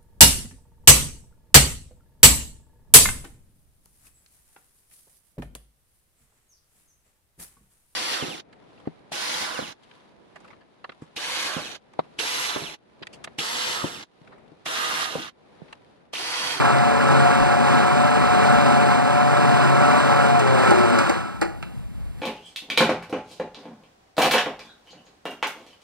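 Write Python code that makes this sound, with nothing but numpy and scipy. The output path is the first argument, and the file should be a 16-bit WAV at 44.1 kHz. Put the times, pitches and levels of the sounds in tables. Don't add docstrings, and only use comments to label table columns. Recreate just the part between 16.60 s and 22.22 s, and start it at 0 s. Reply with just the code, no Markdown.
import sys
import numpy as np
from scipy import signal
from scipy.fft import rfft, irfft, next_fast_len
from scipy.io import wavfile
from scipy.ndimage import map_coordinates

SR = 44100
rng = np.random.default_rng(int(sys.argv[2]) if len(sys.argv) > 2 else 0)


def generate_wav(signal):
    frames = np.transpose(np.atleast_2d(signal))
    scaled = np.clip(frames, -1, 1) * 32767
    pcm = np.round(scaled).astype(np.int16)
    wavfile.write(sys.argv[1], SR, pcm)


N = 247689


def amp(db):
    return 10 ** (np.asarray(db) / 20)


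def unit(x):
    return x / np.sqrt(np.mean(x ** 2) + 1e-20)


def along(points, hz):
    f, v = np.transpose(points)
    return np.interp(np.log(hz + 1), np.log(f + 1), v)


def curves(rows):
    s, *columns = np.transpose(rows)
    return [np.interp(np.arange(N) / SR, s, c) for c in columns]


def wobble(rate):
    knots = rng.standard_normal(int(N * rate / SR) + 4)
    return map_coordinates(knots, [np.arange(N) * rate / SR])


def filtered(x, response):
    m = next_fast_len(x.shape[-1] + SR // 4)
    spectrum = rfft(x, m) * response(np.fft.rfftfreq(m, 1 / SR))
    return irfft(spectrum, m)[..., :x.shape[-1]]


# (pitch_hz, correlation)
PORT_LIKENESS = [(100, .995), (1500, .97), (3000, .92), (4800, .95), (6000, .8), (8000, .8), (9500, .5),
                 (10500, .8), (12000, .9)]


def rush(gain, apart, beat):
    def turn(hz):
        return np.arccos(np.clip(along(PORT_LIKENESS, hz) ** apart, 0, 1)) / 2

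    noise = beat * rng.standard_normal((2, N))
    mid, side = filtered(noise, lambda hz: gain(hz) * [np.cos(turn(hz)), np.sin(turn(hz))])
    return unit(np.array([mid + side, mid - side]))


def tone(hz, db, flutter_db, blur):
    phase = 2 * np.pi * np.cumsum(hz) / SR + blur * wobble(25)
    return np.sqrt(2) * amp(db + flutter_db * wobble(12)) * np.sin(phase)


# (pitch_hz, relative level_db per Hz)
AIR_SPECTRUM = [(20, -33), (70, -6), (110, 0.5), (200, -3.5), (350, -19.5), (700, -23.5), (1500, -32),
                (3000, -34.5), (6000, -46), (10000, -43), (15000, -51)]
# (start_s, level_db)
RUMBLE_LEVEL = [(0, -43), (4.4, -42), (4.7, -46), (5, -32), (5.62, -33)]
# (pitch_hz, relative level_db per Hz)
RUMBLE_SPECTRUM = [(15, -20), (30, -7), (55, 5), (90, -9), (200, -30), (400, -90)]
# (start_s, swing_db)
RUMBLE_LUMPS = [(4.4, 8), (4.6, 2.5)]


def room():
    air = rush(lambda f: amp(along(AIR_SPECTRUM, f)), 1.0, amp(1.16 * wobble(11.0)))
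    lumps = amp(curves(RUMBLE_LUMPS)[0] * wobble(12))
    rumble = rush(lambda f: amp(along(RUMBLE_SPECTRUM, f)), 1, lumps)
    return amp(-36.5) * air + amp(curves(RUMBLE_LEVEL)[0]) * rumble


# (pitch_hz, t60_s)
KITCHEN_DECAY = [(150, 0.24), (500, 0.63), (2000, 0.43), (8000, 0.38)]


def kitchen(x):
    hz, t, z = signal.stft(rng.standard_normal((2, SR // 2)), SR, nperseg=256)
    z[1] = 1.02 * z[0] + 0.29 * z[1]
    decay = amp(-60 * t / along(KITCHEN_DECAY, hz)[:, None])
    tail = signal.istft(z * decay, SR, nperseg=256)[1]
    delayed = np.pad(x, (250, 0))
    return signal.fftconvolve(delayed[None], tail / np.linalg.norm(tail[0]), axes=1)


# (start_s, snap level_db,
# detent ring pitch_hz, ring t60_s, knock level_db, knock brightness_db per octave, knock t60_s)
DIAL_CLICKS = [(3.794, -24.5, 6240, .03, -21, 5, 0.14), (4.107, -25, 8700, 0.028, -12.5, -3, 0.13),
               (4.388, -21.5, 4430, 0.042, -16, 4, 0.046), (4.495, -23, 5630, 0.015, -12, -3, 0.06),
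               (4.814, -24.5, 4380, 0.095, -12.5, -2.5, 0.1), (4.827, -32, 4400, .05, -17.5, -2.5, 0.058),
               (4.853, -45, 4400, .04, -25.5, -6.5, 0.065), (5.026, -41, 4010, .15, -19, 2.5, 0.025),
               (5.033, -53, 2300, .03, -32, 6, 0.031)]
# (pitch_hz, relative level_db per Hz)
SNAP_SPECTRUM = [(1500, 0.5), (3000, -11), (4500, 2), (6200, -3), (8000, -2.5), (12000, -18.5),
                 (15500, -37)]
# (pitch_hz, relative level_db per Hz)
CASE_SPECTRUM = [(100, -20), (220, -7), (280, -12), (340, -1), (410, -12), (545, -3), (680, -7), (812, 0),
                 (920, -11), (1100, -13), (1400, -5), (2000, -10), (2700, -14), (3500, -24), (6000, -60)]
# (pitch_hz, level_db against the knock before brightness,
#                              longest t60_s, shortened for short knocks)
HOUSING_MODES = [(217, -12, 0.087), (342, -0.5, .1), (609, -17, 0.11), (816, 0, 0.056),
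                 (1328, -10.5, 0.069), (1490, -15, 0.07)]


def detent_snap(t, ring_hz, ring_s):
    crack = unit(filtered(rng.standard_normal(len(t)), lambda f: amp(along(SNAP_SPECTRUM, f))))
    crack = crack * (.6 * amp(-60 * t / .008) + .6 * amp(-60 * t / .05))
    buzz = unit(filtered(rng.standard_normal(len(t)), lambda f: 1 / (1 + ((f - ring_hz) / 180) ** 2)))
    ping = .8 * amp(-60 * t / .009) * np.sin(2 * np.pi * ring_hz * t)
    return crack + ping + .3 * amp(-60 * t / ring_s) * buzz


def housing_knock(t, tilt_db, t60):
    def response(f):
        return amp(along(CASE_SPECTRUM, f) + tilt_db * np.log2(f / 800 + 0.082))

    rattle = unit(filtered(rng.standard_normal(len(t)), response))
    return rattle * (1 - np.exp(-t / (0.043 * t60))) * amp(-60 * t / t60)


def housing_ring(t, tilt_db, t60):
    ringing = np.zeros(len(t))
    for hz, db, longest_s in HOUSING_MODES:
        ring_s = longest_s * min(t60 / .08, 1)
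        envelope = amp(db + tilt_db * np.log2(hz / 1600) - 60 * t / ring_s)
        rise = 1 - np.exp(-t * hz / 3.5)
        ringing += envelope * rise * np.sin(2 * np.pi * hz * t)
    return ringing


def dial():
    out = np.zeros((2, N + 2 * SR))
    t = np.arange(SR // 4) / SR
    for start_s, snap_db, ring_hz, ring_s, knock_db, tilt_db, t60 in DIAL_CLICKS:
        snap = amp(snap_db) * detent_snap(t, ring_hz, ring_s)
        hit = snap + amp(knock_db) * housing_knock(t, tilt_db, t60)
        hit = hit + 0.2 * np.pad(hit, (round(.0105 * SR), 0))[:len(t)]
        hit = hit + amp(knock_db) * housing_ring(t, tilt_db, t60)
        heard = amp(-8.5) * kitchen(hit)
        heard[:, :len(t)] += hit
        out[:, round(start_s * SR):][:, :heard.shape[1]] += heard
    return out[:, :N]


def after_clicks(rows, drop_s):
    t = np.arange(N) / SR
    starts = [row[0] for row in DIAL_CLICKS[:len(rows)]]
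    ends = starts[1:] + [N / SR]
    return sum(drop * np.clip((t - a) / drop_s, 0, 1) + slope * np.clip(t - a, 0, b - a)
               for (drop, slope), a, b in zip(rows, starts, ends))


# (start_s, speed in turns per s)
SHAFT_SPEED = [(0.05, 134.5), (0.42, 137.5), (0.6, 134.8), (0.85, 137.4), (1.07, 136.2), (1.2, 137.4),
               (1.65, 138.3), (2.14, 136.5), (2.45, 136.6), (2.7, 138.6), (3.07, 134.6), (3.4, 139.8),
               (3.76, 135)]
# (quick drop in turns per s, slope in turns per s each s)
SPEED_LOSS = [(7.5, 17), (5, 33), (0, 90), (0, 190)]
# (start_s, roar level_db, whine level_db)
LOAD_LEVELS = [(0, -17.5, -39), (0.17, -17.5, -38), (0.4, -19.5, -34.5), (0.55, -17, -31.5),
               (0.7, -17, -36.5), (1.0, -18, -37.5), (1.3, -18, -35), (1.6, -19, -35.5), (1.8, -17.5, -34),
               (2.1, -17.5, -35.5), (2.4, -19.5, -36), (2.75, -17.5, -35.5), (3.15, -18.5, -35),
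               (3.5, -17, -34.5), (3.75, -18, -36), (3.95, -19, -31), (4.2, -20, -35.5)]
# (quick drop_db, slope_db per s)
LEVEL_LOSS = [(0.25, -5), (1.1, -8), (4.5, -2), (-2, 73)]
SETTLE_S, HUSH_S = 0.03, 0.06
SURGE_DB, WAVER_DB, SURGES_PER_S = 0.29, 0.7, 8.05
WHINE_OFF_DB = 8


def motor():
    turns = np.maximum(curves(SHAFT_SPEED)[0] - after_clicks(SPEED_LOSS, SETTLE_S), 0)
    roar_db, whine_db = curves(LOAD_LEVELS) - after_clicks(LEVEL_LOSS, HUSH_S)
    off = np.clip((np.arange(N) / SR - DIAL_CLICKS[2][0]) / HUSH_S, 0, 1)
    roar_db = roar_db + SURGE_DB * wobble(SURGES_PER_S)
    whine_db = whine_db - WHINE_OFF_DB * off + WAVER_DB * wobble(SURGES_PER_S)
    return turns, roar_db, whine_db


# (pitch_hz, relative level_db per Hz)
ROAR_SPECTRUM = [(20, -45), (60, -13), (100, -0.5), (200, 1.5), (350, -7.5), (600, -1.5), (1000, -1.5),
                 (1500, -7.5), (2000, -12), (3200, -14.5), (4500, -23), (6500, -29), (9500, -29.5),
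                 (11000, -52), (11800, -39), (12500, -43), (13300, -42), (14200, -60), (15500, -64)]
# (pitch_hz, width_hz, height_db)
BODY_PEAKS = [(93, 19, -1.5), (185, 32, -4.5), (256, 97, 8.5), (291, 32, -8.5), (354, 62, 7),
              (519, 16.4, -17), (555, 84, 1), (641, 19.5, -14), (821, 17, 6.5), (959, 6.5, -16),
              (1018, 65, 2.5), (1146, 18, 5), (1316, 19.3, 14), (1408, 25, 7.5), (1410, 130, 2),
              (1497, 25, 5.5), (1641, 47, 6.5), (2325, 23, 8), (3400, 550, -4.5), (4165, 56, 5),
              (4880, 41, 4.5), (8040, 67, 10), (9120, 78, -19)]


def churning_roar(turns, roar_db):
    def response(f):
        peaks_db = sum(db / (1 + (2 * (f - centre) / width) ** 2) for centre, width, db in BODY_PEAKS)
        return amp(along(ROAR_SPECTRUM, f) + peaks_db)

    angle = 2 * np.pi * np.cumsum(turns) / SR
    lumps = amp(0.63 * wobble(90) + 0.85 * wobble(9))
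    return amp(roar_db) * rush(response, .85, (1 + 0.065 * np.cos(angle)) * lumps)


# (pitch_hz, gain_db)
RADIATION = [(60, -30), (105, -5), (121, 0), (132, 1), (140, 1), (300, 0), (362, 10.5), (400, 4), (450, -1),
             (490, 11), (525, 9), (548, 12), (570, 8), (595, 12), (620, 6), (670, 5), (705, 13), (735, 13),
             (780, 11), (880, 2)]
# (multiple of shaft speed, level_db before load, swells and radiation)
SHAFT_TONES = [(1, -28), (2, -36), (3, -41), (4, -43), (5, -46), (6, -47)]
# (start_s, level_db)
THROB_SWELLS = [(0.0, -44), (0.22, -40.5), (0.33, -52), (0.63, -37.5), (0.76, -49), (0.78, -44),
                (1.56, -48), (2.44, -42), (2.49, -57), (2.52, -47.5), (3.14, -38), (3.28, -50),
                (3.85, -37.5), (4.45, -53)]


def shaft_tones(turns, load_db):
    throb_db = curves(THROB_SWELLS)[0] - np.mean(THROB_SWELLS, axis=0)[1]
    total = 0
    for multiple, db in SHAFT_TONES:
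        hz = multiple * turns
        swell_db = throb_db if multiple == 1 else 1.5 * wobble(5)
        total = total + tone(hz, load_db + db + swell_db + along(RADIATION, hz), 1.6, .2)
    return total


# (multiple of shaft speed, level_db against the whine level)
BEARING_TONES = [(3.28, 0), (4.28, -5), (5.28, 0), (6.28, -11)]
# (start_s, swell_db)
PURE_SWELLS = [(0, -8), (0.05, 3), (0.28, 2), (0.36, -7), (0.6, -10), (0.66, 4), (0.73, -3), (0.9, 1),
               (1.6, 0), (1.9, 1), (2.2, 0), (2.45, 2), (2.85, -1), (2.93, 2), (3.03, -4), (3.3, 2),
               (3.46, -5), (3.6, 0), (3.78, 3), (3.83, -6), (4.0, -5), (4.1, -6), (4.22, -3), (4.31, -7),
               (4.39, -2)]
RUNDOWN_BLUR = .25


def bearing_whine(turns, whine_db):
    rundown = np.clip((np.arange(N) / SR - DIAL_CLICKS[0][0]) / HUSH_S, 0, 1)
    blur = .2 + RUNDOWN_BLUR * rundown
    swells_db = [2 * wobble(6), 1.5 * wobble(6), curves(PURE_SWELLS)[0], 2 * wobble(6)]
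    total = 0
    for (multiple, db), swell_db in zip(BEARING_TONES, swells_db):
        hz = multiple * turns
        total = total + tone(hz, whine_db + db + swell_db + along(RADIATION, hz), 1.5, blur)
    return total


# (pitch_hz, level_db)
HUM_TONES = [(120, -37), (240, -29)]


def mains_hum():
    powered_db = np.interp(np.arange(N) / SR, [4.39, 4.6], [0, -60])
    return sum(tone(np.full(N, hz), db + powered_db, 1.9, 0.66) for hz, db in HUM_TONES)


def blender():
    turns, roar_db, whine_db = motor()
    load_db = roar_db - LOAD_LEVELS[0][1]
    roar = churning_roar(turns, roar_db)
    return roar + shaft_tones(turns, load_db) + bearing_whine(turns, whine_db) + mains_hum()


def scene():
    return room() + dial() + blender()


# (pitch_hz, left over right level_db)
LEFT_OVER_RIGHT = [(140, .9), (215, 2.3), (430, 2.5), (1000, .3), (1500, -1.5), (6200, -1.5), (7500, -5.3),
                   (10000, -5.5), (11000, -.3)]
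# (pitch_hz, lag_s)
LEFT_LAG = [(200, 2.15e-4), (430, 2.7e-4), (1000, 3.04e-4), (4300, 3.22e-4), (8600, 3.05e-4), (15000, 3e-4)]
TOP_HZ = 15600


def record(dry):
    side = np.array([[1], [-1]])

    def ports(f):
        colour = amp(side * along(LEFT_OVER_RIGHT, f) / 2)
        return -side * colour * np.exp(-1j * np.pi * side * f * along(LEFT_LAG, f))

    heard = filtered(dry, ports)
    rounded = heard / (1 + np.abs(heard / .8) ** 4) ** (1 / 4)
    return filtered(rounded, lambda hz: hz < TOP_HZ)


dry = scene()
out = record(dry)
generate_wav(out)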